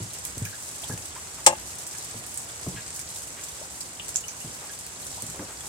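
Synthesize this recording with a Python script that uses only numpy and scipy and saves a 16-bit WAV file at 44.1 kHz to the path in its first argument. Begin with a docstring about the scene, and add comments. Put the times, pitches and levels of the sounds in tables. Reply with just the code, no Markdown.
"""Rain beside a wooden porch

Steady rain hisses on grass and bushes: shaped noise for the merged drops, random ticks and rings for near ones.
Fat drops splat as noise bursts, plop as bubbles rising in pitch, and plink on hollow things.
Someone steps softly over the boards (damped modes under soft blows), claps a small tin down on a table
(ringing modes with a noisy clack) and lays a fleece on a chair (short strokes of band noise)."""
import sys
import numpy as np
from scipy import signal
from scipy.fft import rfft, irfft, next_fast_len
from scipy.io import wavfile
from scipy.ndimage import map_coordinates

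SR = 44100
rng = np.random.default_rng(int(sys.argv[2]) if len(sys.argv) > 2 else 0)


def output_pcm(signal):
    """Save a mono or channel-first signal as 16-bit PCM at the path in sys.argv[1].

    Samples are clipped to [-1, 1] before scaling.
    """
    pcm = np.clip(np.atleast_2d(signal).T, -1, 1) * 32767
    wavfile.write(sys.argv[1], SR, np.round(pcm).astype(np.int16))


N = 250488  # samples in the scene


def amp(db):
    """Level law: an amplitude gain is ten to the power dB / 20."""
    return 10 ** (np.asarray(db) / 20)


def unit(x):
    """Power normalization: scale a signal to rms 1."""
    return x / np.sqrt(np.mean(x ** 2) + 1e-20)


def seconds(length):
    """Sampling: the time axis of a sound that lasts this many samples."""
    return np.arange(length) / SR


def along(points, hz):
    """Logarithmic pitch scale: interpolate (Hz, value) points over log frequency."""
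    f, v = np.transpose(points)
    return np.interp(np.log(hz + 1), np.log(f + 1), v)


def wobble(rate):
    """Band-limited fluctuation: a smooth curve through random knots, rate of them a second."""
    knots = rng.standard_normal(int(N * rate / SR) + 4)
    return map_coordinates(knots, [np.arange(N) * rate / SR])


def filtered(x, response):
    """Linear filtering: multiply the spectrum by a response given as a function of frequency."""
    n = x.shape[-1]
    m = next_fast_len(n + 8192)
    return irfft(rfft(x, m) * response(np.fft.rfftfreq(m, 1 / SR)), m)[..., :n]


def bump(hz, centre, octaves):
    """Resonance curve: a broad peak, falling to half at the given octaves from its centre."""
    return 1 / (1 + (np.log2((hz + 1) / centre) / octaves) ** 2)


def add(track, s, sound):
    """Superposition: mix a sound into a track from time s in seconds."""
    start = max(round(s * SR), 0)
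    part = sound[..., :N - start]
    track[..., start:start + part.shape[-1]] += part


def from_right(pair, lag_ms):
    """Interaural delay: sound from the right reaches the left channel later; a negative lag means left."""
    return filtered(pair, lambda hz: np.exp(np.outer([-1, 1], 1j * np.pi * hz * lag_ms / 1000)))


# Left-right likeness of diffuse sound. Each row: frequency in Hz, correlation from 0 to 1.
LIKENESS = [(100, 0.96), (300, 0.95), (700, 1), (1500, 0.19), (4000, 0.12), (8000, 0.16), (14000, 0.12)]


def spread(pair, spectrum):
    """Diffuse-field coherence: mix two unrelated signals into a coloured, partly alike pair of rms 1."""
    def mid_side(hz):
        turn = np.arccos(np.clip(along(LIKENESS, hz), -1, 1)) / 2
        return amp(along(spectrum, hz)) * [np.cos(turn), np.sin(turn)]

    mid, side = filtered(pair, mid_side)
    return unit(np.array([mid + side, mid - side]))


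def patter(count, size_db, tick_db, spray_t60):
    """Random arrivals: drops of uneven size, each a noise tick with a short spray; their powers add."""
    draw = rng.random((count, 2))
    size = amp(size_db * np.minimum(-np.log(1 - draw[:, 1]), 4))
    t = seconds(SR // 8)
    splash = amp(tick_db - 60 * t / 0.0032) + amp(-60 * t / spray_t60)
    hits = np.bincount((draw[:, 0] * N).astype(int), size ** 2, N)
    power = signal.fftconvolve(hits, splash ** 2)[:N]
    return unit(np.sqrt(np.abs(power)) * rng.standard_normal((2, N)))


# Leaves, grass and wood that the rain patters on. Each row: centre frequency in Hz, relative level in dB.
RAINED_SURFACES = [(700, -17), (1500, -12), (3000, -13.5), (4700, -9.5), (6300, -7), (7700, 1.5),
                   (8900, -6.5), (11500, -33.5)]


def leaves(octaves=0.54, surge_db=2.5):
    """Resonant colouring: every surface catches its own drops, in uneven flurries, and filters them."""
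    out = np.zeros((2, N))
    for centre_hz, db in RAINED_SURFACES:
        hits = patter(count=800, size_db=3.5, tick_db=6, spray_t60=0.13) * amp(surge_db * wobble(11))
        out += amp(db) * unit(filtered(hits, lambda hz: bump(hz, centre_hz, octaves)))
    return spread(out, [(100, -2.0), (9000, 4), (16000, -1)])


# Spectrum of the far, merged rain. Each row: frequency in Hz, relative level in dB.
HISS_SPECTRUM = [(150, -28), (260, -7.5), (400, -2.5), (620, -2.5), (920, -1), (1600, -5.5), (2300, -6),
                 (3200, -9), (4500, -9.5), (6000, -6), (7900, 1), (10000, -11), (12500, -23), (16000, -36)]
# Spectrum of the low outdoor rumble. Each row: frequency in Hz, relative level in dB.
RUMBLE_SPECTRUM = [(13, -58), (22, -14), (39, -20), (60, 4), (173, -2.5), (205, -5.5), (258, -7.5),
                   (295, -6), (400, -12), (520, -56), (880, -120)]
# Spectrum of fine ticks on the deck. 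Each row: frequency in Hz, relative level in dB.
DECK_SPECTRUM = [(400, -43), (1500, -3), (3500, -9), (5500, -4), (7200, 2), (8400, 6), (10000, -9.5),
                 (12500, -27), (16000, -32)]
# nominal level of each layer, dB
HISS_DB, LEAVES_DB, DECK_DB, RUMBLE_DB, DROPLETS_DB = -42.3, -41, -49.5, -51.5, -53
SWELL_DB, SWELLS_PER_S = 0.73, 3  # the near patter slowly swells and sinks: depth, random knots a second


def rain():
    """Incoherent summation: far hiss, nearer patter on leaves, fine ticks on the deck and low rumble."""
    swell_db = SWELL_DB * wobble(SWELLS_PER_S)
    far = amp(HISS_DB + 0.62 * wobble(10)) * spread(rng.standard_normal((2, N)), HISS_SPECTRUM)
    near = amp(LEAVES_DB + swell_db) * leaves()
    ticks = patter(count=450, size_db=4.5, tick_db=9, spray_t60=0.081)
    deck = amp(DECK_DB + swell_db) * spread(ticks, DECK_SPECTRUM)
    rumble = amp(RUMBLE_DB + 0.73 * wobble(5.3)) * spread(rng.standard_normal((2, N)), RUMBLE_SPECTRUM)
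    return from_right(far + near + deck + rumble, lag_ms=0.245) * amp([[-.4], [.4]])


def droplets(count=900, size_db=3, cycles=90):
    """Constant damping per cycle: each small drop rings at its own pitch and falls 60 dB in equal cycles."""
    draw = rng.random((count, 4))
    t = seconds(SR // 25)
    octaves = .3 * np.log(draw[:, :1] / (1 - draw[:, :1]))  # bell-shaped scatter of pitch
    hz = np.clip(6500 * 2 ** octaves, 900, 12000)
    size = amp(size_db * np.minimum(-np.log(1 - draw[:, 1:2]), 4))
    rings = size * np.sin(2 * np.pi * hz * t) * amp(-60 * hz * t / cycles)
    at = (draw[:, 2:3] * N).astype(int) + np.arange(len(t))
    place = np.pi / 2 * draw[:, 3:]  # panning angle, left to right
    sides = [np.bincount(at.ravel(), (rings * way(place)).ravel(), N)[:N] for way in (np.cos, np.sin)]
    return unit(np.array(sides))


# Soft knocks on the boards. Each row: start in seconds, nominal level in dB, brightness (upper corner) in Hz.
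SOFT_KNOCKS = [(0.003, -31.5, 221), (0.371, -34.5, 199), (0.417, -28.5, 169), (0.897, -33.5, 540),
               (0.925, -37.5, 260), (2.144, -36, 298), (2.666, -30, 338), (2.687, -33.5, 280),
               (2.743, -37.5, 199), (4.445, -40.5, 430), (5.226, -39.5, 382), (5.289, -45.5, 130),
               (5.393, -34.5, 710)]
# Modes of the floor boards. Each row: frequency in Hz, relative level in dB.
BOARD_MODES = [(36, -1), (58, -13), (101, 9), (120, 5.5), (157, 0.5), (178, -4), (226, -1), (297, -10),
               (362, -14), (515, -8), (690, -21)]
# Scuff of the sole. Each row: frequency in Hz, relative level in dB per Hz.
SOLE_SPECTRUM = [(40, 0), (100, 10), (400, 0), (1200, -4), (4000, -5), (12000, -42)]
KNOCK_T60, BASS_CUT_SHARE = 0.25, 0.39  # s; the bass ends at this share of a knock's brightness


def knocks(scuff_db=-3, rise=0.0012, tap_db=-5, tap_t60=0.018, thud_db=2.5):
    """Modal excitation: soft blows tap and wake the boards; soft contacts are dull, bright ones lack bass."""
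    out, t = np.zeros(N), seconds(SR // 2)
    for s, db, bright_hz in SOFT_KNOCKS:
        ring = 0
        for mode_hz, level in BOARD_MODES:
            ring = ring + amp(level + rng.normal(0, 1.8)) * np.sin(2 * np.pi * (mode_hz * t + rng.random()))
        scuff = unit(filtered(rng.standard_normal(len(t)), lambda hz: amp(along(SOLE_SPECTRUM, hz))))

        def contact(hz):
            treble_cut = np.hypot(1, (hz / bright_hz) ** 2)
            bass_cut = np.hypot(1, (BASS_CUT_SHARE * bright_hz / (hz + 1)) ** 2)
            return 1 / treble_cut / bass_cut

        thud = unit(filtered(unit(ring) + amp(scuff_db) * scuff, contact))
        thud = thud * amp(thud_db - 60 * t / KNOCK_T60) * (1 - np.exp(-t / rise))
        tap = unit(filtered(scuff, lambda hz: bump(hz, 2 * bright_hz, 0.63)))
        tap = tap * amp(tap_db - 60 * t / tap_t60)
        add(out, s, amp(db) * (thud + tap))
    return np.array([out, out])


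# Fat drops off the roof edge. Each row: start in seconds, nominal peak in dB, pitch in Hz,
# level of the top fizz against the splat in dB.
FAT_DROPS = [(0.2511, -12, 8000, -3), (0.38, -16.5, 8100, -5), (0.452, -16.5, 6660, 3),
             (1.0566, -20, 8350, -23), (1.874, -20, 8060, -8), (2.342, -19, 9300, -22),
             (2.375, -13.5, 8000, -15), (3.014, -20, 7100, -9), (3.4368, -17, 7760, -14),
             (3.808, -17, 7700, -17), (4.144, -19, 7120, -15), (4.159, -5, 7130, -37),
             (4.1683, -11, 7250, -18), (4.2825, -16, 6300, -12), (4.8648, -22, 8100, 5),
             (5.116, -20.5, 7250, -12), (5.222, -16.5, 8500, -7)]
DRIP_LINE_DB = -4  # left minus right: the roof edge lies to the right


def drops(width=0.15, tick_t60=0.0091, spray_db=-11, spray_t60=0.15, fizz_t60=0.27, crest_db=8.5):
    """Two-stage decay: a sharp splat, then spray falling back; the top fizz has the longer tail."""
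    out, t = np.zeros((2, N)), seconds(SR // 6)

    def shape(t60):
        return amp(-60 * t / tick_t60) + amp(spray_db - 60 * t / t60)

    for s, db, pitch_hz, fizz_db in FAT_DROPS:
        noise = spread(rng.standard_normal((2, len(t))), [(300, 4), (16000, -3)])
        splat = unit(filtered(noise, lambda hz: bump(hz, pitch_hz, width)))
        fizz = unit(filtered(noise, lambda hz: bump(hz, 9800, 1)))
        sound = splat * shape(spray_t60) + amp(fizz_db) * fizz * shape(fizz_t60)
        add(out, s, amp(db - crest_db) * sound / (1 + amp(fizz_db)))
    return from_right(out * amp([[DRIP_LINE_DB / 2], [-DRIP_LINE_DB / 2]]), lag_ms=0.27)


# Drips on hollow things. Each row: start in seconds, starting level in dB, pitch in Hz.
HOLLOW_DRIPS = [(0.451, -34.5, 2480), (0.836, -31, 3270), (3.812, -34, 5000), (3.997, -30, 2930),
                (4.159, -32, 4940)]
PLINK_T60 = .04  # s


def plinks(octaves=0.17):
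    """Cavity resonance: a drip on something hollow rings it for a moment, as decaying band noise."""
    out, t = np.zeros((2, N)), seconds(SR // 8)
    for s, db, pitch_hz in HOLLOW_DRIPS:
        ring = unit(filtered(rng.standard_normal((2, len(t))), lambda hz: bump(hz, pitch_hz, octaves)))
        add(out, s, amp(db - 60 * t / PLINK_T60) * ring)
    return out


# Drops into standing water. Each row: start in seconds, nominal level in dB, starting pitch in Hz.
WATER_PLOPS = [(0.457, -41.5, 1615), (0.528, -39, 1580), (0.83, -47, 627), (0.905, -43, 1610),
               (1.16, -45.5, 930), (1.946, -47, 1590), (2.766, -38, 1585), (3.612, -44.5, 480),
               (4.238, -40, 2940), (4.41, -42, 2770), (4.691, -44, 1565), (5.173, -42.5, 686)]
# a 1 kHz bubble lives and rises like this; bigger, lower ones live longer and rise faster
BUBBLE_S, RISE_OCTAVES_PER_S = 0.034, 12
LIFE_GROWS, RISE_GROWS = 0.48, 1.6  # powers of the bubble's size


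def plops(rough=0.68):
    """Bubble resonance: trapped air rings, rising in pitch near the surface; size sets life and rise."""
    out, t = np.zeros(N), seconds(SR // 12)
    for s, db, start_hz in WATER_PLOPS:
        size = 1000 / start_hz  # relative to a 1 kHz bubble
        life = BUBBLE_S * size ** LIFE_GROWS
        rise = RISE_OCTAVES_PER_S * size ** RISE_GROWS
        phase = 2 * np.pi * np.cumsum(start_hz * 2 ** (rise * t)) / SR
        slosh = unit(filtered(rng.standard_normal((2, len(t))), lambda hz: np.exp(-(hz / 220) ** 2)))
        # slow noise roughens both strength and phase
        ring = (1 + rough * slosh[0]) * np.sin(phase) + rough * slosh[1] * np.cos(phase)
        add(out, s, amp(db) * ring * np.sin(np.pi * np.minimum(t / life, 1) ** 0.44))
    return from_right(np.array([out, out]), lag_ms=0.12)


# Brushes of sleeves and fleece. Each row: start in seconds, nominal level in dB, centre frequency in Hz.
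FABRIC_BRUSHES = [(1.152, -46.5, 1810), (1.375, -47, 1100), (2.755, -44, 2240), (3.365, -45.5, 1790),
                  (4.61, -46.5, 770), (5.34, -43.5, 460), (5.482, -45, 746), (5.629, -47.5, 750)]
BRUSH_S = 0.062  # length of one stroke


def cloth(octaves=1.0):
    """Friction noise: fabric slides over fabric in short soft strokes of band noise."""
    out, t = np.zeros(N), seconds(SR // 6)
    stroke = np.sin(np.pi * np.sqrt(np.minimum(t / BRUSH_S, 1)))
    for s, db, centre_hz in FABRIC_BRUSHES:
        rub = unit(filtered(rng.standard_normal(len(t)), lambda hz: bump(hz, centre_hz, octaves)))
        add(out, s, amp(db) * rub * stroke)
    return np.array([out, out])


# The tin lands and rocks flat. Each row: start in seconds, ring level in dB, clack level in dB,
# swell time of the ring in seconds.
TIN_CONTACTS = [(1.4631, -32, -3, .002), (1.4656, -15, -14, 0.0016), (1.4998, -32.5, -47, 0.00082),
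                (1.5235, -31.5, -60, 0.0022)]
# Modes of tin and table top. Each row: frequency in Hz, relative level in dB, 60 dB decay time in seconds.
TIN_AND_TABLE_MODES = [(137, -21.5, 0.44), (226, -23, 0.36), (349, -10.5, 0.112), (442, -20.5, 0.11),
                       (531, 0, 0.13), (583, -5, 0.16), (680, -6.5, 0.15), (743, -7, 0.089), (830, 6, 0.1),
                       (879, 2, 0.099), (916, 0, 0.065), (1043, -4, 0.12), (1115, -5, 0.076),
                       (1249, -9, 0.067), (1620, -10, 0.15), (1790, -11, 0.1), (2120, -5, 0.069),
                       (2720, -8.5, 0.082), (2750, -6, 0.097)]
# Clack of the thin metal. Each row: frequency in Hz, relative level in dB per Hz.
CLACK_SPECTRUM = [(150, -24), (400, -28), (1000, -12), (1500, -19), (3000, -14), (4000, -18.5),
                  (5800, -9.5), (6700, -10), (7600, -4), (8800, -5), (10000, -20.5), (16000, -33)]
TIN_STILL = 1.538  # s, pressed flat by the hand


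def tin(clack_t60=0.076, rise=0.00054, pressed_t60=0.026):
    """Damped modes: contacts clack the thin metal and ring tin and table top, until the hand damps them."""
    out, t = np.zeros((2, N)), seconds(SR // 2)
    for s, ring_db, clack_db, swell in TIN_CONTACTS:
        ring = 0
        for k, (hz, level, t60) in enumerate(TIN_AND_TABLE_MODES):
            decay = amp(level + rng.normal(0, 0.98) - 60 * t / t60)
            # neighbouring modes swing in opposite directions
            ring = ring + (-1) ** k * decay * np.sin(2 * np.pi * hz * t)
        ring = amp(ring_db) * ring * (1 - np.exp(-t / swell))
        clack = spread(rng.standard_normal((2, len(t))), CLACK_SPECTRUM) * amp(-60 * t / clack_t60)
        clack = amp(clack_db) * clack * (1 - np.exp(-t / rise))
        add(out, s, ring + clack)
    pressed = amp(-60 * np.clip(seconds(N) - TIN_STILL, 0, .5) / pressed_t60)
    return from_right(out * pressed * amp([[1.3], [-1.3]]), lag_ms=-0.22)  # the table stands to the left


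# Reverberation of the porch. Each row: frequency in Hz, 60 dB decay time in seconds.
PORCH_DECAY = [(100, 0.71), (500, 0.12), (2000, 0.23), (8000, 0.081), (15000, 0.058)]


def porch(x):
    """Reverberation: wall, roof and deck answer briefly with decaying noise, the bass longest."""
    hz, t, z = signal.stft(rng.standard_normal((2, SR // 2)), SR, nperseg=256)
    decay = amp(-60 * t / along(PORCH_DECAY, hz)[:, None])
    tail = signal.istft(z * decay, SR, nperseg=256)[1]
    return signal.fftconvolve(x, tail / np.linalg.norm(tail[0]), axes=1)[:, :N]


def scene():
    """Direct and reverberant sound: rain all around, with the near sounds answered by the porch."""
    outdoors = rain() + amp(DROPLETS_DB) * from_right(droplets(), lag_ms=0.27)
    person = knocks() + cloth()
    water = drops() + plinks() + plops()
    clap = tin()
    echo = porch(amp(-8.0) * water + amp(-22.0) * person + amp(-16.0) * clap)
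    return outdoors + water + person + clap + echo


TOP_HZ = 15900  # band limit


def record(dry):
    """Overload and band limiting: peaks beyond full scale clip; nothing is kept above the band limit."""
    return filtered(np.clip(dry, -1, 1), lambda hz: hz < TOP_HZ)


dry = scene()
out = record(dry)
output_pcm(out)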